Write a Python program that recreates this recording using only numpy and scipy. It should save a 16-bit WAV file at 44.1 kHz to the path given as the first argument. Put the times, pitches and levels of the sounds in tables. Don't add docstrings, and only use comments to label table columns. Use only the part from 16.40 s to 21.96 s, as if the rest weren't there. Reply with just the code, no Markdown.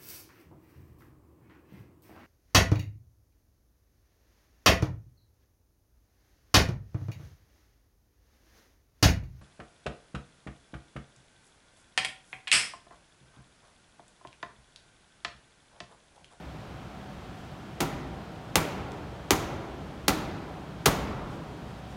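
import sys
import numpy as np
from scipy import signal
from scipy.fft import rfft, irfft, next_fast_len
from scipy.io import wavfile

SR = 44100
rng = np.random.default_rng(int(sys.argv[2]) if len(sys.argv) > 2 else 0)


def store_pcm(level_fs):
    pcm = np.round(np.clip(level_fs, -1, 1) * 32767).astype(np.int16)
    wavfile.write(sys.argv[1], SR, np.atleast_2d(pcm).T)


N = 245195


def amp(db):
    return 10 ** (np.asarray(db) / 20)


def unit(x):
    return x / np.sqrt(np.mean(x ** 2) + 1e-20)


def along(points, hz):
    freqs, values = np.transpose(points)
    return np.interp(np.log(hz + 1), np.log(freqs), values)


def add(track, start_s, sound):
    part = track[round(start_s * SR):][:len(sound)]
    part += sound[:len(part)]


def filtered(x, response):
    size = next_fast_len(len(x) + 8192)
    return irfft(rfft(x, size) * response(np.fft.rfftfreq(size, 1 / SR)), size)[:len(x)]


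def coloured(x, points, tilt_db=0, pop_hz=2000, pop_db=0, size=4096):
    hz = np.fft.rfftfreq(size, 1 / SR)
    octaves = np.log2(np.maximum(hz, 200) / pop_hz)
    hump_db = pop_db * np.exp(-(octaves / 0.21) ** 2)
    gain = unit(amp(along(points, hz) + tilt_db * octaves + hump_db))
    cepstrum = irfft(np.log(gain + 1e-6))
    fold = np.r_[1, np.full(size // 2 - 1, 2), 1, np.zeros(size // 2 - 1)]
    minimum_phase = irfft(np.exp(rfft(cepstrum * fold)))
    return signal.fftconvolve(x, minimum_phase)[:len(x)]


def burst(envelope, size=2048):
    spectrum = rfft(envelope[:size] * rng.standard_normal(size))
    even = irfft(spectrum / (np.abs(spectrum) + 1e-12)) * np.linspace(1, 0, size)
    return np.linalg.norm(envelope) * np.pad(even, (0, len(envelope) - size))


# freq_hz, relative_db
AIR_SPECTRUM = [(12, -60), (20, -23), (37, -10), (55, -11.5), (123, 0), (204, -6.5), (347, -10), (388, -11),
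                (485, -14.5), (590, -10.5), (1150, -17.5), (1330, -17.5), (1960, -23.5), (3250, -26.5),
                (16000, -52)]
# centre_hz, width_hz, level_db
DUCT_BANDS = [(749, 33, -58.5), (1460, 320, -68), (3210, 140, -72)]
# pitch_hz, level_db
FAN_TONES = [(64.6, -52), (159, -55), (199, -55.5)]

def ventilation():
    def noise(response):
        return unit(filtered(rng.standard_normal(N), response))

    def band(hz, width_hz):
        return noise(lambda f: 1 / (1 + (2 * (f - hz) / width_hz) ** 2))

    air = amp(-43.5) * noise(lambda f: amp(along(AIR_SPECTRUM, f)))
    ducts = sum(amp(db) * band(hz, width_hz) for hz, width_hz, db in DUCT_BANDS)
    hum = sum(amp(db) * band(hz, width_hz=11.7) for hz, db in FAN_TONES)
    return air + ducts + hum


# peak_s, half_length_s, level_db
CLOTHES_SWISHES = [(.995, .05, -67), (4.93, .05, -62.5), (5.104, 0.12, -72), (5.3, 0.091, -69),
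                   (5.52, .033, -63)]

def clothes():
    t = np.arange(N) / SR
    motion = sum(amp(db) * np.exp(-((t - peak_s) / half_s) ** 2) for peak_s, half_s, db in CLOTHES_SWISHES)
    fabric = coloured(rng.standard_normal(N), [(800, -16), (3000, 8), (7500, 3), (15000, -11)])
    return motion * fabric


def slap(t, flat_s, force_db, room_db):
    since_flat = np.maximum(t - flat_s, 0)
    rustle = amp(force_db - 16 - 60 * since_flat / 0.025) * (1 - np.exp(-t / 0.00054))
    crack_db = force_db - 3400 * flat_s
    crack = amp(crack_db - 60 * since_flat / 0.0016) * (t >= flat_s)
    impulse = np.linalg.norm(rustle + crack) * (t == t[np.argmax(crack)])
    return bounced(burst(rustle + crack)) + amp(room_db) * gym(impulse)


# centre_hz, width_hz, gain_db
COVER_RESONANCES = [(1354, 92, -3), (2000, 55, -13), (2200, 54, -24), (3070, 130, -21), (3720, 170, -17),
                    (6280, 550, -13), (6960, 210, -9.5)]
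# freq_hz, relative_db
COVER_SPECTRUM = [(60, -41), (170, 2), (330, 3.5), (520, 2.5), (850, 3.5), (1300, 1), (1700, 0), (2200, 1),
                  (4000, -0.5), (4700, -1), (6900, -2.5), (8000, -5.5), (12500, -6.5), (15000, -9.5)]

def cover_tone(x, tilt_db, pop_hz):
    resonances = sum(amp(db) * signal.lfilter(*signal.iirpeak(hz, hz / width_hz, fs=SR), x)
                     for hz, width_hz, db in COVER_RESONANCES)
    return coloured(x + resonances, COVER_SPECTRUM, tilt_db, pop_hz, pop_db=3)


# delay_s, gain_db
FIRST_REFLECTIONS = [(.0025, -9), (.0072, -14), (.0098, -15), (0.012, -19)]

def bounced(x):
    return x + sum(amp(db) * np.pad(x, (round(delay_s * SR), 0))[:len(x)]
                   for delay_s, db in FIRST_REFLECTIONS)


def echoes(x, gains, t60s, delay_s, build_s):
    hz, t, noise = signal.stft(rng.standard_normal(len(x)), SR, nperseg=256)
    t = np.maximum(t - delay_s, 0)
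    fade = amp(-60 * t / along(t60s, hz)[:, None]) * (1 - np.exp(-t / build_s))
    fade = fade / np.sqrt(np.mean(fade ** 2, axis=1, keepdims=True) * len(x))
    tail = signal.istft(noise * fade, SR, nperseg=256)[1][:len(x)]
    tail = filtered(tail, lambda f: amp(along(gains, f)))
    return signal.fftconvolve(x, tail)[:len(x)]


# freq_hz, gain_db
NEAR_SPECTRUM = [(50, -10), (170, 0), (350, 2), (900, 1.5), (2500, -5.5), (6000, -8.5), (15000, -5)]
# freq_hz, gain_db
HALL_SPECTRUM = [(50, -0.5), (150, 2.5), (330, 1.5), (800, 0), (2000, -6.5), (5000, -13), (15000, -17.5)]
# freq_hz, t60_s
HALL_DECAY = [(60, 2.8), (250, 2.77), (800, 2.52), (2000, 1.33), (4500, 0.84), (8000, 0.51), (15000, 0.48)]

def gym(x):
    near_decay = [(100, 0.24), (1000, 0.22), (10000, 0.15)]
    near = echoes(x, NEAR_SPECTRUM, near_decay, delay_s=0.0038, build_s=0.0048)
    hall = echoes(x, HALL_SPECTRUM, HALL_DECAY, delay_s=0.042, build_s=0.0018)
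    return near + hall


def knock(t, hz, db):
    direct = amp(db - 60 * t / 0.022) * np.sin(2 * np.pi * hz * t) * (1 - np.exp(-t / 0.0028))
    floor_echo = np.interp(t - 0.0105, t, direct)
    return direct + amp(-7.5) * floor_echo + amp(-6.5) * gym(direct)


# pitch_hz, relative_db, t60_s
BALL_WALL_MODES = [(91.3, -18.5, 0.13), (128.6, -12, 0.15), (158.5, -7, 0.15), (200, -7, 0.11),
                   (271.4, -4, 0.083), (314.7, -5.5, 0.088), (390, -5, 0.029), (579, -8, 0.053),
                   (782, -10.5, 0.11), (954, -9, 0.076), (1290, -21, 0.041), (2000, -16, 0.11)]

def ring(t, ring_db):
    hz, db, t60_s = np.transpose(BALL_WALL_MODES)[:, :, None]
    detune, scatter_db, phase = rng.standard_normal((3, len(hz), 1))
    tones = np.sin(2 * np.pi * (hz * (1 + 0.0063 * detune) * t + phase))
    modes = amp(db + scatter_db - 60 * t / t60_s) * tones
    return amp(ring_db) * modes.sum(axis=0) * (1 - np.exp(-t / 0.0063))


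def thud(t, hz, peak_s, width_s):
    return np.exp(-((t - peak_s) / width_s) ** 2) * np.sin(2 * np.pi * hz * (t - peak_s))


def wall_boom(t, hz, t60_s):
    envelope = amp(-60 * t / t60_s) * (1 - np.exp(-t / 0.019))
    return envelope * np.sin(2 * np.pi * (hz * t + rng.random()))


# start_s, flat_s, force_db, tilt_db_per_octave, weight_db, pop_hz, knock_hz, knock_db
WALL_HITS = [(1.4038, .0038, -7, -0.97, -3.5, 2000, 324, -10),
             (2.156, 0.00058, 1.5, -0.5, 0.5, 2500, 402, -7), (2.9069, .0005, 2, -0.56, 3, 6200, 360, -6),
             (3.6806, .0021, 1, -.5, 2.5, 4300, 334, -6), (4.4574, 0.0055, 3, -0.45, 7, 1140, 424, -6.5)]

def throws():
    track, t = np.zeros(N), np.arange(2 * SR) / SR
    body_lag_s = 0.001843
    for start_s, flat_s, force_db, tilt_db, weight_db, pop_hz, knock_hz, knock_db in WALL_HITS:
        room_db = -1.02 - 0.4 * force_db
        add(track, start_s, cover_tone(slap(t, flat_s, force_db, room_db), tilt_db, pop_hz))
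        ring_db = -19 + 0.38 * weight_db
        body = ring(t, ring_db) + amp(weight_db - 25) * thud(t, hz=64, peak_s=0.0168, width_s=0.0058)
        boom = amp(ring_db - 11) * wall_boom(t, hz=160, t60_s=0.66)
        landing = knock(t, knock_hz, knock_db) + body + amp(room_db - 1.5) * gym(body) + boom
        add(track, start_s + flat_s + body_lag_s, landing)
    return track


# delay_s, relative_db, centre_hz
COVER_FLAPS = [(0.0117, -22, 1410), (0.0247, -25.5, 1080)]

def flaps():
    track, t = np.zeros(N), np.arange(SR // 2) / SR
    for start_s, _, force_db, *_ in WALL_HITS:
        for delay_s, db, hz in COVER_FLAPS:
            hump = [(hz / 8, -40), (hz / 2, -12), (hz, 0), (hz * 2, -12), (hz * 8, -28)]
            flap = coloured(burst(amp(db + force_db - 60 * t / 0.019)), hump)
            add(track, start_s + delay_s, flap + amp(-7) * gym(flap))
    return track


def catches():
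    t = np.arange(N) / SR
    return_s = 0.253
    return sum(amp(weight_db - 39) * thud(t, hz=85.5, peak_s=start_s + return_s, width_s=0.012)
               for start_s, _, _, _, weight_db, *_ in WALL_HITS)


# start_s, level_db
HAND_TOUCHES = [(2.5187, -41), (5.506, -54)]

def touches():
    track, t = np.zeros(N), np.arange(SR // 2) / SR
    spectrum = [(500, -17), (3500, 12), (7500, 10), (15000, -18)]
    for start_s, db in HAND_TOUCHES:
        tick = coloured(burst(amp(db - 60 * t / 0.0082)), spectrum)
        add(track, start_s, tick + gym(tick))
    return track


def scene():
    return (throws() + flaps() + catches() + touches() + clothes() + ventilation())[None]


def record(dry):
    low_cut_hz, top_hz, ceiling = 36, 16000, 0.9
    x = signal.sosfilt(signal.butter(6, low_cut_hz, "highpass", fs=SR, output="sos"), dry[0])
    rounded = x / (1 + np.abs(x / ceiling) ** 4) ** (1 / 4)
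    return filtered(rounded, lambda hz: 1 / (1 + (hz / top_hz) ** 120))[None]


dry = scene()
out = record(dry)
store_pcm(out)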